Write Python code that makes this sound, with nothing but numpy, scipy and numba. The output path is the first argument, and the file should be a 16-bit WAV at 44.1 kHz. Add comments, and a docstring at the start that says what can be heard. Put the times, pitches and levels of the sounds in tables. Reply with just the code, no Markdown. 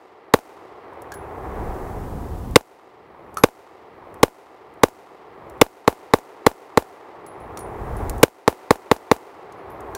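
"""Range shelter at the edge of a wood: a pistol is fired fifteen times, close to a camera's microphone. Each
blast is a decaying push with echoes off shooter, ground, roof and backstop, then rolls on in the trees. Trigger
and grip click between shots, the slide clacks after each; spent cases clack down, ring and skitter. Blasts push
the capsule too; wind and amplifier hiss lie behind. The camera overloads and ducks at every shot, then slowly
lets echo, wind and hiss swell back."""
import sys
import numpy as np
from scipy import signal
from scipy.fft import rfft, irfft, next_fast_len
from scipy.io import wavfile
from numba import njit

SR = 44100
rng = np.random.default_rng(int(sys.argv[2]) if len(sys.argv) > 2 else 0)


def inscribe(sig):
    """Save sig as 16-bit PCM at rate SR to the path in sys.argv[1].

    A 1-D sig is mono; a 2-D sig holds one channel per row.
    Samples are clipped to [-1, 1] before scaling.
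    """
    pcm = np.round(np.clip(np.atleast_2d(sig).T, -1, 1) * 32767)
    wavfile.write(sys.argv[1], SR, pcm.astype(np.int16))


N = 439677

# Shots; the first is fired just before the start, so only its tail is heard:
# start_s, relative_level_db, ignition_rasp_db, rasp_dull_above_hz
PISTOL_SHOTS = [(-.26, 2, -2, 14400), (0.3393, -1, 14.5, 14000), (2.56, -1.5, 9, 5970),
                (3.4378, -2, 6, 16000), (4.2320, -2.5, 9.5, 12000), (4.835, -2.5, 5, 14180),
                (5.6157, -0.5, 11, 17200), (5.8780, -2, 4, 14000), (6.1370, -2.5, -8, 14000),
                (6.466, -1, 9, 16000), (6.7745, -4, -3, 14000), (8.232, 0.5, -4.5, 19000),
                (8.4782, -1.5, -10.5, 14000), (8.7076, -2.5, -2, 14100), (8.9147, -4, -3, 14000),
                (9.1148, -4.5, -6, 14000)]
# Paths from muzzle to microphone, from arms and body to ground, roof and backstop:
# delay_ms, level_db, dull_above_hz
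BLAST_ECHOES = [(.706, 2.5, 725), (1.461, 5, 234.5), (4.383, -10, 1200), (16.3, -37.5, 2100),
                (17.6, -36, 2900), (24.4, -59, 2100), (49.15, -37.5, 2600), (50.24, -37.5, 1200)]
# Reverberation of the wood: frequency_hz, density_db (per Hz, relative), t60_s
WOOD_REVERB = [(60, -4.5, 3), (200, -2, 1.7), (323, 2, 6.07), (628, -3.5, 4.97), (726, 0.5, 5.5),
               (1197, -2, 4.55), (1495, -11.5, 4.96), (2018, -9.5, 3.84), (2830, -16.5, 2.78),
               (4540, -19, 1.83), (6340, -18.5, 1.08), (9600, -16.5, .78), (15900, -21.5, 0.79)]
# Scatter from the shelter's posts and rafters: frequency_hz, density_db (per Hz, relative), t60_s
SHELTER_SCATTER = [(98.8, -11.5, 0.16), (369.7, 0.5, 0.1), (900, -5.5, 0.17), (1880, -13.5, 0.11),
                   (4790, -23.5, 0.15), (15000, -23, 0.14)]
# Trigger and grip clicks: start_s, level_db
TRIGGER_CLICKS = [(.933, -46), (1.02, -28.5), (2.5104, -48), (3.3428, -29.5), (4.1419, -34), (4.7396, -40),
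                  (5.498, -32), (5.5766, -50.5), (8.0964, -27), (8.1811, -43.5), (9.806, -35.5)]
# The trigger's steel parts: frequency_hz, relative_level_db, t60_s
TRIGGER_MODES = [(6030, -39, 0.011), (8370, -4, .02), (10800, 1, .02), (14070, 1, .015)]
# Spent cases landing or bouncing: start_s, clack_db, knock_db (what they hit), knock_pitch_ratio,
# ring_hz, ring_db, second_end_delay_s
CASE_LANDINGS = [(1.12, -22.5, -26, 1.26, 10910, -29.5, .02), (3.371, -12, -12.5, 1.016, 11330, -28, .011),
                 (7.263, -37, -55, 0.88, 10650, -31, .002), (7.400, -54, -60.5, 0.96, 10400, -45, .002),
                 (7.573, -21, -40, 1, 10350, -31, 0.018), (7.966, -52, -62.5, 1, 10470, -45, 0.00203),
                 (9.523, -30, -50, 1, 10480, -53, .052), (9.699, -48.5, -55, 1.01, 11940, -45, .002),
                 (9.701, -52, -58, 1, 10340, -48.5, 0.0017), (9.9499, -18, -32, 1.24, 10380, -44, 0.037)]
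# A brass case rings in a close pair and weaker modes: ratio_to_ring_hz, relative_level_db, t60_s
BRASS_MODES = [(1, 0, .2), (.995, -4, .19), (.965, -12, .12), (1.355, -13, .14)]
# Short clack of a case pressed against what it hit: frequency_hz, relative_level_db, t60_s
CLACK_MODES = [(2420, -4.5, .04), (4360, -6, 0.073), (5700, 1, .025), (6500, -26, .025), (9450, 6.5, 0.021)]
# The shelter's sheet metal, knocked by a case:
# frequency_hz (before the knock pitch ratio), relative_level_db, t60_s
SHEET_MODES = [(1180, -5, 0.048), (1270, 7, 0.052), (1335, -4, 0.087), (1730, -18, 0.07),
               (2450, -25, 0.043)]
# Wind and distant countryside: frequency_hz, density_db (per Hz, relative)
AIR_SPECTRUM = [(25, 5.5), (75, 5.5), (140, -4), (250, -7), (450, -20), (620, -24.5), (900, -24),
                (1500, -43.5), (3000, -41.5), (6000, -63)]

TRIGGER_DB, CLACK_DB = -2.5, -10  # struck modes, relative to their contact noise
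SECOND_END_DB = 1  # tick of a case's second end, relative to the ring it starts
SKITTER_S, SKITTER_DB = 0.046, -17  # skitter time, and its level below the first clack
# The slide clacks this long after each shot, at this mean level, with this random spread
SLIDE_CYCLE_S, SLIDE_DB, SLIDE_SCATTER_DB = .0503, -13.5, 3
TOP_HZ = 15600  # upper limit of the camera's sound


def undb(db):
    """Decibels to gain."""
    return 10 ** (np.asarray(db) / 20)


def seconds(length_s):
    """A time axis in seconds."""
    return np.arange(int(length_s * SR)) / SR


def add(track, start_s, sound):
    """Mix a sound into the track, trimming whatever falls outside it."""
    start = int(round(start_s * SR))
    part = sound[max(-start, 0):max(len(track) - start, 0)]
    first = max(start, 0)
    track[first:first + len(part)] += part


def one_pole(x, hz, kind="low"):
    """A gentle 6 dB per octave filter."""
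    return signal.lfilter(*signal.butter(1, min(hz, .45 * SR), kind, fs=SR), x)


def along(hz, table, axis=1):
    """Read a column of a table along a log-frequency axis."""
    columns = np.transpose(table)
    return np.interp(np.log(np.maximum(hz, 1)), np.log(columns[0]), columns[axis])


def noise(count, colour):
    """Noise of rms 1 with a given spectrum."""
    hz = np.fft.rfftfreq(count, 1 / SR)
    x = irfft(rfft(rng.standard_normal(count)) * undb(along(hz, colour)), count)
    return x / x.std()


def modes(t, table, scale=1):
    """Fading sines of a struck object, all frequencies multiplied by scale."""
    out = np.zeros(len(t))
    for hz, db, t60 in table:
        out += undb(db - 60 * t / t60) * np.sin(2 * np.pi * scale * hz * t)
    return out


def tick(t, decay_s, hz=8000, spread_db=-20, spread_s=0.017):
    """A hard little contact, brightest around hz, with a short wash from the shelter."""
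    colour = [(hz / 10, -16), (hz / 2, -7), (hz, 0), (hz * 2, -9)]
    envelope = np.exp(-t / decay_s) + undb(spread_db) * np.exp(-t / spread_s)
    return noise(len(t), colour) * envelope


def scattered(x, wash_db=-5, wash_s=0.0082):
    """A sound with its faint, dense reflections from the shelter, which make a pure ring flutter."""
    t = seconds(.1)
    wash = rng.standard_normal(len(t)) * np.exp(-t / wash_s)
    wash /= np.linalg.norm(wash)
    return x + undb(wash_db) * signal.fftconvolve(x, wash)[:len(x)]


def reverberation(table, t, grain_db):
    """Countless small uneven echoes, starting at rms 1; every band dies away at its own rate."""
    count = next_fast_len(len(t))
    hz = np.fft.rfftfreq(count, 1 / SR)
    echoes = rng.standard_normal(count) * undb(grain_db * rng.standard_normal(count))
    spectrum = rfft(echoes) * undb(along(hz, table))
    spectrum /= irfft(spectrum, count).std()
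    centres, _, t60s = np.transpose(table)
    out = np.zeros(len(t))
    for one_band, t60 in zip(np.eye(len(table)), t60s):
        # Each band's share crossfades into its neighbours'
        share = along(hz, np.c_[centres, one_band])
        out += irfft(spectrum * share, count)[:len(t)] * undb(-60 * t / t60)
    return out


def blast(push_ms=0.51, dull_hz=1810, gas_db=-28, gas_ms=3):
    """The muzzle's shock front and turbulent gas, with the distinct echoes of the shock."""
    t = seconds(.07)
    ms = t * 1000
    shock = np.exp(-ms / push_ms)
    out = one_pole(shock, dull_hz)
    for delay_ms, db, hz in BLAST_ECHOES:
        echo = one_pole(one_pole(shock, hz), hz)
        add(out, delay_ms / 1000, undb(db) * echo)
    gas = np.exp(-ms / gas_ms) * one_pole(rng.standard_normal(len(t)), 5200)
    return out + undb(gas_db) * gas


def ignition(lead_s, dull_hz):
    """Striker and the air driven out ahead of the bullet: a rasp that grows until the blast."""
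    t = seconds(lead_s)
    colour = [(900, -21.5), (2300, -9), (4200, -15), (7200, -15.5), (14000, -15.5)]
    rasp = noise(len(t), colour) * np.sqrt(t / lead_s)
    return one_pole(one_pole(rasp, dull_hz), dull_hz)


def pistol(blast_db=50, lead_s=0.0022, shelter_db=5, wood_db=-17, wood_rise_s=0.036):
    """Rasp, blast and tail of every shot; all set off the same shelter and the same trees."""
    short, long = seconds(.4), seconds(4)
    trees = reverberation(WOOD_REVERB, long, grain_db=6)
    rafters = reverberation(SHELTER_SCATTER, short, grain_db=5)
    tail = undb(wood_db) * trees * (1 - np.exp(-long / wood_rise_s))
    add(tail, .003, undb(shelter_db) * rafters)
    out = np.zeros(N)
    for s, db, rasp_db, rasp_hz in PISTOL_SHOTS:
        add(out, s - lead_s, undb(rasp_db) * ignition(lead_s, rasp_hz))
        add(out, s, undb(db + blast_db) * blast())
        add(out, s, undb(db) * tail)
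    return out


def thump(thump_db=20, hz=65, decay_s=.011, late_s=0.0069):
    """The slow suction and rebound behind each blast push on the capsule directly, as wind does."""
    out, t = np.zeros(N), seconds(.1)
    wave = -np.sin(2 * np.pi * hz * t) * np.exp(-t / decay_s)
    for s, db, *_ in PISTOL_SHOTS:
        add(out, s + late_s, undb(db + thump_db) * wave)
    return out


def action():
    """Trigger and grip click as contact noise and steel modes; after each shot the slide gives a bright clack."""
    out, t = np.zeros(N), seconds(.15)
    steel = undb(TRIGGER_DB) * modes(t, TRIGGER_MODES)
    for s, db in TRIGGER_CLICKS:
        add(out, s, undb(db) * (tick(t, decay_s=0.0025, hz=8520) + steel))
    for s, *_ in PISTOL_SHOTS:
        db = SLIDE_DB + SLIDE_SCATTER_DB * rng.standard_normal()
        add(out, s + SLIDE_CYCLE_S, undb(db) * tick(t, decay_s=0.0016, hz=6500))
    return out


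def cases():
    """One end clacks and knocks what it hits; the other follows, the brass rings and the case skitters."""
    out, t = np.zeros(N), seconds(.3)
    pressed = undb(CLACK_DB) * modes(t, CLACK_MODES)
    for s, clack_db, knock_db, knock_pitch, ring_hz, ring_db, follow_s in CASE_LANDINGS:
        contact = tick(t, decay_s=0.0023, hz=6400, spread_db=-18.5, spread_s=.025)
        clack = undb(clack_db) * (contact + pressed)
        sheet = modes(t, SHEET_MODES, knock_pitch)
        knock = undb(knock_db) * scattered(sheet, wash_db=-1.5, wash_s=0.021)
        add(out, s, clack + knock)
        second_tick = undb(SECOND_END_DB) * tick(t, decay_s=0.0038, hz=10500)
        ring = scattered(modes(t, BRASS_MODES, ring_hz))
        add(out, s + follow_s, undb(ring_db) * (second_tick + ring))
        # Three fainter clacks at random moments, weaker the later they fall
        for share in rng.uniform(size=3):
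            skitter = undb(SKITTER_DB) * (1 - share) * clack
            add(out, s + follow_s + share * SKITTER_S, skitter)
    return out


def air(air_db=-28.5, gust_db=1.26, hiss_db=-54.5):
    """Wind wavering on the capsule, its level drifting at random, and the amplifier's steady hiss."""
    # A new random level every 0.1 s, joined by straight lines
    gusts = np.interp(np.arange(N) / SR, np.arange(100) / 10, rng.standard_normal(100))
    wind = undb(air_db + gust_db * gusts) * noise(N, AIR_SPECTRUM)
    return wind + undb(hiss_db) * rng.standard_normal(N)


def microphone(x, hz=404, damping=0.67):
    """The small microphone loses the bass of airborne sound and rings just above its cut."""
    return signal.lfilter(*signal.bilinear([1, 0, 0], [1, damping, 1], SR / (2 * np.pi * hz)), x)


def scene():
    """Pistol, its action, falling cases and moving air at the one microphone."""
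    airborne = microphone(pistol() + action() + cases())
    return (airborne + thump() + air())[None]


@njit
def gain_control(x, held_db, threshold_db, slope, feedback, attack_s, release_db_per_s,
                 open_hz, shut_hz, shut_db):
    """Held peaks, counting more at open gain, duck the level a little late; a bass cut closes with it."""
    y, band, low, duck_db = np.empty(len(x)), 0., 0., held_db
    for i in range(len(x)):
        level_db = 20 * np.log10(abs(x[i]) + 1e-9)
        over_db = slope * (level_db - feedback * duck_db - threshold_db)
        held_db = max(held_db - release_db_per_s / SR, over_db, 0.)
        duck_db += (held_db - duck_db) / (attack_s * SR)
        # Second-order high-pass whose cut rises with the ducking
        cut_hz = open_hz + (shut_hz - open_hz) * min(duck_db / shut_db, 1.) ** 1.5
        g = np.tan(np.pi * cut_hz / SR)
        v = (band + g * (x[i] - low)) / (1 + g * (g + np.sqrt(2)))
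        high = x[i] - np.sqrt(2) * v - low - g * v
        y[i] = high * 10 ** (-duck_db / 20)
        band, low = 2 * v - band, low + 2 * g * v
    return y


def record(dry):
    """The camera ducks too late, so blasts are clipped flat; then bass and top are trimmed."""
    # It starts already ducked, from the shot before the start
    ducked = gain_control(dry[0], held_db=31.5, threshold_db=-8.5, slope=0.66, feedback=0.2338,
                          attack_s=0.008, release_db_per_s=23.5,
                          open_hz=25.8, shut_hz=159.0, shut_db=22.5)
    clipped = one_pole(np.clip(ducked, -1, 1), 9.1, "high")
    top_cut = signal.ellip(8, .1, 80, TOP_HZ, fs=SR, output="sos")
    return signal.sosfilt(top_cut, clipped)[None]


dry = scene()
out = record(dry)
inscribe(out)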